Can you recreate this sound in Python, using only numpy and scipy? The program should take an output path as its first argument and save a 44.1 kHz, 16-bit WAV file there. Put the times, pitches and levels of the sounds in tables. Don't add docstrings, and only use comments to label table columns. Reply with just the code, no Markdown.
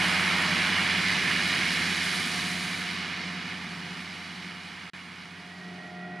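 import sys
import numpy as np
from scipy.fft import rfft, irfft, next_fast_len
from scipy.io import wavfile
from scipy.ndimage import map_coordinates

SR = 44100
rng = np.random.default_rng(int(sys.argv[2]) if len(sys.argv) > 2 else 0)


def store_wav(level_fs):
    pcm = np.round(np.clip(np.atleast_2d(level_fs), -1, 1) * 32767)
    wavfile.write(sys.argv[1], SR, pcm.T.astype(np.int16))


N = 273420

# t/s, firing rate/Hz
FIRING_RATE = [(0, 91.3), (.75, 91.6), (1.35, 91.3), (1.6, 90.05), (3, 89.9), (4.5, 89.6), (6.2, 89.7)]
# t/s, level/dB
DRONE_AWAY = [(0, -38), (2.1, -40), (3.1, -43), (3.95, -44.5), (4.2, -49), (4.45, -47.5), (4.8, -53)]
EXHAUST_ORDERS = (9, 10, 11, 12, 14, 15, 16, 17, 18, 19, 21.5, 24, 25, 28, 30)
# away level/dB, back level/dB
EXHAUST_LEVELS = [(-18.5, -16.5), (-40, -24), (-5, -13.5), (0, -1), (-13, -16), (-12.5, -28), (-19.5, -24),
                  (-10.5, -22), (-16.5, -22), (-36, -18.5), (-18.5, -24), (-24, -25), (-16, -18.5),
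                  (-20.5, -20.5), (-25, -23)]
# f/Hz, level/dB
REAR_RUMBLE = [(20, -30), (45, -22), (70, -13.5), (110, -5.5), (150, 1), (190, 2), (265, 0), (330, -0.5),
               (420, -10.5), (540, -10.5), (750, -14.5), (1200, -53)]
FRONT_RUMBLE = [(60, -27), (110, -18), (150, -13), (200, -7), (300, -3), (360, -4.5), (440, -4.5),
                (520, -15), (680, -2.5), (820, -7), (1100, -23)]
# level/dB, held until t/s, fall/(dB/s)
THUD_AWAY = (-48, 0.95, 3.35)
RUMBLE_AWAY = (-41, 1.44, 4.12)
ROAR_AWAY = (-33, 0.05, 3.61)
STRAIN_AWAY = (-53, 1.3, 15)

# t/s, rush level/dB, hiss level/dB
FAN_AWAY = [(0, -27, -35), (0.5, -29, -35), (0.8, -27.5, -36), (1.1, -29, -33.5), (1.32, -28, -35),
            (1.95, -31, -34.5), (2.55, -35, -37.5), (3, -36, -41.5), (3.38, -39, -45), (3.75, -41.7, -47),
            (4.3, -43, -48), (4.9, -46, -53), (5.5, -48.5, -54)]
# f/Hz, level/dB
ROAR_SPECTRUM = [(300, -15), (480, -7.5), (650, -5.5), (950, -1.5), (1250, -0.5), (1600, -1), (2400, -46)]
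RUSH_SPECTRUM = [(800, -33), (1300, -12), (1600, -4), (1800, 0.8), (1960, -2), (2170, 2.5), (2420, -0.5),
                 (2950, -3.5), (3210, -10.5), (3380, -5.5), (3600, -16.5), (4100, -16.5), (5200, -31)]
HISS_SPECTRUM = [(2400, -13), (3300, -1), (3900, 0.5), (4500, 0), (5000, -3.5), (5800, -7.5), (6600, -14),
                 (7800, -16), (10000, -22)]
# f/Hz, gain/dB
FRONT_SHADE = [(1200, -6), (1900, -1), (2400, -3.5), (2900, -2), (4000, 1)]
# t/s, half-length/s, gain/dB
RUSH_SURGES = [(0.603, 0.015, 3), (0.772, 0.013, -0.5), (1.278, 0.011, 1.5), (2.172, 0.03, 0.5),
               (3.016, 0.045, 0.5), (3.51, 0.03, 1.5), (3.98, 0.031, 0.5)]
# f/Hz, width/Hz, boost/dB
HOUSING_MODES = [(2980, 240, 2.5), (3360, 110, 1), (3856, 170, 5), (4100, 100, 3), (4487, 150, 6),
                 (4990, 160, 7.5), (5486, 175, 7), (6010, 170, 7), (6480, 230, 6), (7020, 110, 2),
                 (7300, 100, 3), (7580, 94, 4)]
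# away level/dB, back level/dB
BLADE_LEVELS = [(-25.5, -23), (-6, -17), (-24, -32)]

# t/s, level/dB
TINES_AWAY = [(0, -44.5), (0.9, -47), (2.3, -44), (2.7, -47), (3.15, -60), (4.2, -60.5), (5.1, -65.5)]
# f/Hz, level/dB
SCRAPE_SPECTRUM = [(4500, -36), (6500, 1), (7600, -2), (8300, -1.5), (9500, 1.5), (10500, -1.5),
                   (11500, -8), (12500, -12), (14200, -25)]
# t/s, level/dB
WHINE_AWAY = [(0, -44.5), (0.7, -51.5), (2, -53.5), (2.35, -48.5), (2.7, -55.5), (3.3, -55), (5.1, -63.5)]
PUMP_ORDERS = (3.983, 6.92, 7.965, 8.03, 8.46, 9, 13.16, 17.3, 27.87)
# away level/dB, back level/dB
PUMP_LEVELS = [(-7.5, -7.5), (-12, -6.5), (-1, -1), (-11.5, -22), (-20, -14), (-26, -19), (-5, -21),
               (-25, -17), (-15, -13)]
# start t/s, crest t/s, end t/s, crest level/dB
SQUEALS = [(5.335, 5.38, 5.425, -48), (5.475, 5.55, 5.6, -46.5), (5.595, 5.695, 5.752, -47.3),
           (5.775, 5.865, 5.912, -46), (5.94, 6.025, 6.09, -47), (6.085, 6.175, 6.23, -47)]

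# f/Hz, level/dB
BREEZE_SPECTRUM = [(20, -12), (45, -5), (75, 2.5), (130, 7), (200, 2), (330, -12), (900, -25)]
# f/Hz, left minus right level/dB
BALANCE = [(350, 0), (680, -1), (1240, -3.5), (2270, -3), (4150, -2.5), (7600, -.5)]
# f/Hz, correlation
COHERENCE = [(30, 0.61), (80, 0.81), (170, 0.97), (350, 0.94), (600, 0.69), (1200, 0.85), (2200, 0.99),
             (4500, 0.93), (9000, 0.77)]
# f/Hz, width/Hz, depth (0-1)
NOTCHES = [(567, 63, 0.72), (2666, 153, 1)]
# start t/s, end t/s
DROPOUT = (4.9002, 4.9335)

BLADES_PER_FIRING, STRAIN_PER_FIRING = 1.0605, 6.625
DRONE_BACK_DB, THUD_BACK_DB, RUMBLE_BACK_DB, WHINE_BACK_DB = -43, -67, -52.5, -47.5
ROAR_BACK_DB, RUSH_BACK_DB, HISS_BACK_DB, TINES_BACK_DB = -55.5, -51.5, -61.5, -74.5
FADE_START_S, FADE_S, FADE_CURVE = 4.91, 1.13, 2.16
SQUEAL_LAG, WHINE_LAG, UNDERTONE_LAG = 0.75, 1.8, 2.8
SQUEAL_HZ, SQUEAL_SAG, SQUEAL_JITTER = 1931, 0.023, 0.0075
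SQUEAL_EDGE_DB, SQUEAL_ROUGH_DB, SQUEAL_GRIP_S = 2.5, 2.0, 0.012
UNDERTONE_HZ, UNDERTONE_DB, UNDERTONE_JITTER = 1405, -55, 0.0168
BREEZE_DB, BREEZE_CALM_DB_PER_S = -60.5, 2.6
PUMP_LEAD_RAD = 0.31
DROPOUT_CLOSE_S, DROPOUT_OPEN_S, TOP_HZ = 0.002, 0.0002, 14500


def diesel(firings):
    gains = crossfade(curves(DRONE_AWAY)[0] - 1.5, DRONE_BACK_DB)
    cycles = firings / 6
    drone = partials(EXHAUST_ORDERS, EXHAUST_LEVELS, cycles, gains,
                     flutter_db=1.7, flutter_hz=7, drift=0.0095)
    thud = distance_gain(receding(*THUD_AWAY), THUD_BACK_DB) * amp(0.61 * wobble(11)) * tone(firings)
    puffs = 1 + 0.15 * np.cos(2 * np.pi * firings)
    away, back = crossfade(receding(*RUMBLE_AWAY), RUMBLE_BACK_DB)
    rumble = amp(wobble(8)) * (away * noise(REAR_RUMBLE, puffs) + back * noise(FRONT_RUMBLE, puffs))
    return drone + thud + rumble


def fan(firings):
    rush_db, hiss_db = curves(FAN_AWAY)
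    blade_phase = 2 * np.pi * BLADES_PER_FIRING * firings
    slap = np.sin(blade_phase) + 0.4 * np.sin(2 * blade_phase)
    chop = amp(1.05 * slap + 0.39 * wobble(350) + 0.16 * wobble(35))
    roar = distance_gain(receding(*ROAR_AWAY), ROAR_BACK_DB) * noise(ROAR_SPECTRUM, chop)
    away, back = crossfade(rush_db + 1.5, RUSH_BACK_DB)
    from_behind = housing(noise(RUSH_SPECTRUM, chop))
    from_front = unit(filtered(noise(RUSH_SPECTRUM, chop), lambda hz: amp(along(FRONT_SHADE, hz))))
    t = np.arange(N) / SR
    surge_db = sum(db * np.exp(-((t - at_s) / half_s) ** 2) for at_s, half_s, db in RUSH_SURGES)
    rush = amp(surge_db + 0.17 * wobble(18)) * (away * from_behind + back * from_front)
    hiss_gain = distance_gain(hiss_db - 0.22, HISS_BACK_DB) * amp(0.41 * wobble(16))
    hiss = hiss_gain * housing(noise(HISS_SPECTRUM, chop))
    return amp(0.18 * wobble(7.5)) * (roar + rush + hiss)


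def housing(air):
    boost_db = lambda f: sum(db / (1 + (2 * (f - hz) / width) ** 2) for hz, width, db in HOUSING_MODES)
    return unit(filtered(air, lambda f: amp(boost_db(f))))


def blade_hum(firings):
    harmonics = np.arange(len(BLADE_LEVELS)) + 1
    gains = crossfade(curves(DRONE_AWAY)[0] - 1.7, DRONE_BACK_DB)
    return partials(harmonics, BLADE_LEVELS, BLADES_PER_FIRING * firings, gains,
                    flutter_db=1.5, flutter_hz=3, drift=0.025)


def tines():
    crumbs = amp(1.3 * wobble(600) + 0.64 * wobble(20))
    scrape = bodywork_echo(noise(SCRAPE_SPECTRUM, crumbs), delay_s=0.001865, share=0.27)
    return distance_gain(curves(TINES_AWAY)[0], TINES_BACK_DB) * scrape


def bodywork_echo(x, delay_s, share):
    return unit(filtered(x, lambda hz: 1 + share * np.exp(-2j * np.pi * hz * delay_s)))


def hydraulics(firings):
    away, back = crossfade(curves(WHINE_AWAY)[0], 0)
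    gains = away, amp(WHINE_BACK_DB) * back ** WHINE_LAG
    strain = amp(receding(*STRAIN_AWAY) + 2.4 * wobble(11.8)) * tone(STRAIN_PER_FIRING * firings)
    whine = partials(PUMP_ORDERS, PUMP_LEVELS, firings, gains, flutter_db=0.7, flutter_hz=14, drift=0.066)
    return strain + whine


def squeals():
    t = np.arange(N) / SR
    arches = np.zeros(N)
    for start_s, crest_s, end_s, crest_db in SQUEALS:
        sag = np.interp(t, [start_s, crest_s, end_s], [1, 0, 1])
        grip = np.clip(np.minimum(t - start_s, end_s - t) / SQUEAL_GRIP_S, 0, 1)
        hz = SQUEAL_HZ * (1 - SQUEAL_SAG * sag + SQUEAL_JITTER * wobble(200))
        arches += grip * amp(crest_db - SQUEAL_EDGE_DB * sag) * tone(np.cumsum(hz) / SR)
    undertone = tone(np.cumsum(UNDERTONE_HZ * (1 + UNDERTONE_JITTER * wobble(120))) / SR)
    _, back = crossfade(0, 0)
    squeal_gain = back ** SQUEAL_LAG * amp(SQUEAL_ROUGH_DB * wobble(110))
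    undertone_gain = back ** UNDERTONE_LAG * amp(UNDERTONE_DB + 2.4 * wobble(40))
    return squeal_gain * arches + undertone_gain * undertone


def breeze():
    spectrum = [*BREEZE_SPECTRUM, (SR / 8, -120)]
    air = filtered(rng.standard_normal((2, N)), lambda hz: amp(along(spectrum, hz)))
    return amp(BREEZE_DB - BREEZE_CALM_DB_PER_S * np.arange(N) / SR + 1.5 * wobble(7)) * unit(air)


def crossfade(away_db, back_db):
    share = np.clip((np.arange(N) / SR - FADE_START_S) / FADE_S, 0, 1) ** FADE_CURVE
    return amp(away_db) * np.sqrt(1 - share), amp(back_db) * np.sqrt(share)


def distance_gain(away_db, back_db):
    return np.hypot(*crossfade(away_db, back_db))


def receding(start_db, held_s, fall_db_per_s):
    return start_db - fall_db_per_s * np.maximum(np.arange(N) / SR - held_s, 0)


def partials(orders, levels, turns, gains, flutter_db, flutter_hz, drift):
    away, back = gains
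    out = np.zeros(N)
    for order, (away_db, back_db) in zip(orders, levels):
        gain = np.hypot(away * amp(away_db), back * amp(back_db))
        flutter = amp(flutter_db * wobble(flutter_hz))
        out += gain * flutter * tone(order * turns + drift * wobble(flutter_hz))
    return out


def noise(spectrum, gate):
    closed = [(spectrum[0][0] / 2, -120), *spectrum, (spectrum[-1][0] * 2, -120)]
    spread = lambda hz: np.arccos(np.clip(along(COHERENCE, hz), -1, 1)) / 2
    colour = lambda hz: amp(along(closed, hz)) * [np.cos(spread(hz)), np.sin(spread(hz))]
    mid, side = filtered(gate * rng.standard_normal((2, N)), colour)
    return unit(np.array([mid + side, mid - side]))


def tone(turns):
    return np.sqrt(2) * np.sin(2 * np.pi * (turns + rng.random()))


def wobble(rate):
    return map_coordinates(rng.standard_normal(int(N * rate / SR) + 4), [np.arange(N) * rate / SR])


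def filtered(x, response):
    size = next_fast_len(N + SR // 2)
    return irfft(rfft(x, size) * response(np.fft.rfftfreq(size, 1 / SR)), size)[..., :N]


def curves(rows):
    times, *columns = np.transpose(rows)
    return [np.interp(np.arange(N) / SR, times, column) for column in columns]


def along(points, hz):
    f, values = np.transpose(points)
    return np.interp(np.log(hz + 1), np.log(f + 1), values)


def amp(db):
    return 10 ** (np.asarray(db) / 20)


def unit(x):
    return x / np.sqrt(np.mean(x ** 2) + 1e-20)


def scene():
    firings = np.cumsum(curves(FIRING_RATE)[0]) / SR
    whine = filtered(hydraulics(firings), lambda hz: np.exp(1j * PUMP_LEAD_RAD * np.array([[-1], [1]]) / 2))
    machine = diesel(firings) + blade_hum(firings) + fan(firings) + tines() + whine + squeals()
    placed = filtered(machine, lambda hz: amp(np.outer([1, -1], along(BALANCE, hz)) / 2))
    return placed + breeze()


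def record(dry):
    dips = lambda f: np.prod([1 - depth * 1j * f * width / (hz * hz - f * f + 1j * f * width)
                              for hz, width, depth in NOTCHES], axis=0)
    t = np.arange(N) / SR
    start_s, end_s = DROPOUT
    closing = np.clip(0.5 + (start_s - t) / DROPOUT_CLOSE_S, amp(-40), 1)
    opening = np.clip((t - end_s) / DROPOUT_OPEN_S, 0, 1)
    return filtered(np.maximum(closing, opening) * filtered(dry, dips), lambda hz: hz < TOP_HZ)


dry = scene()
out = record(dry)
store_wav(out)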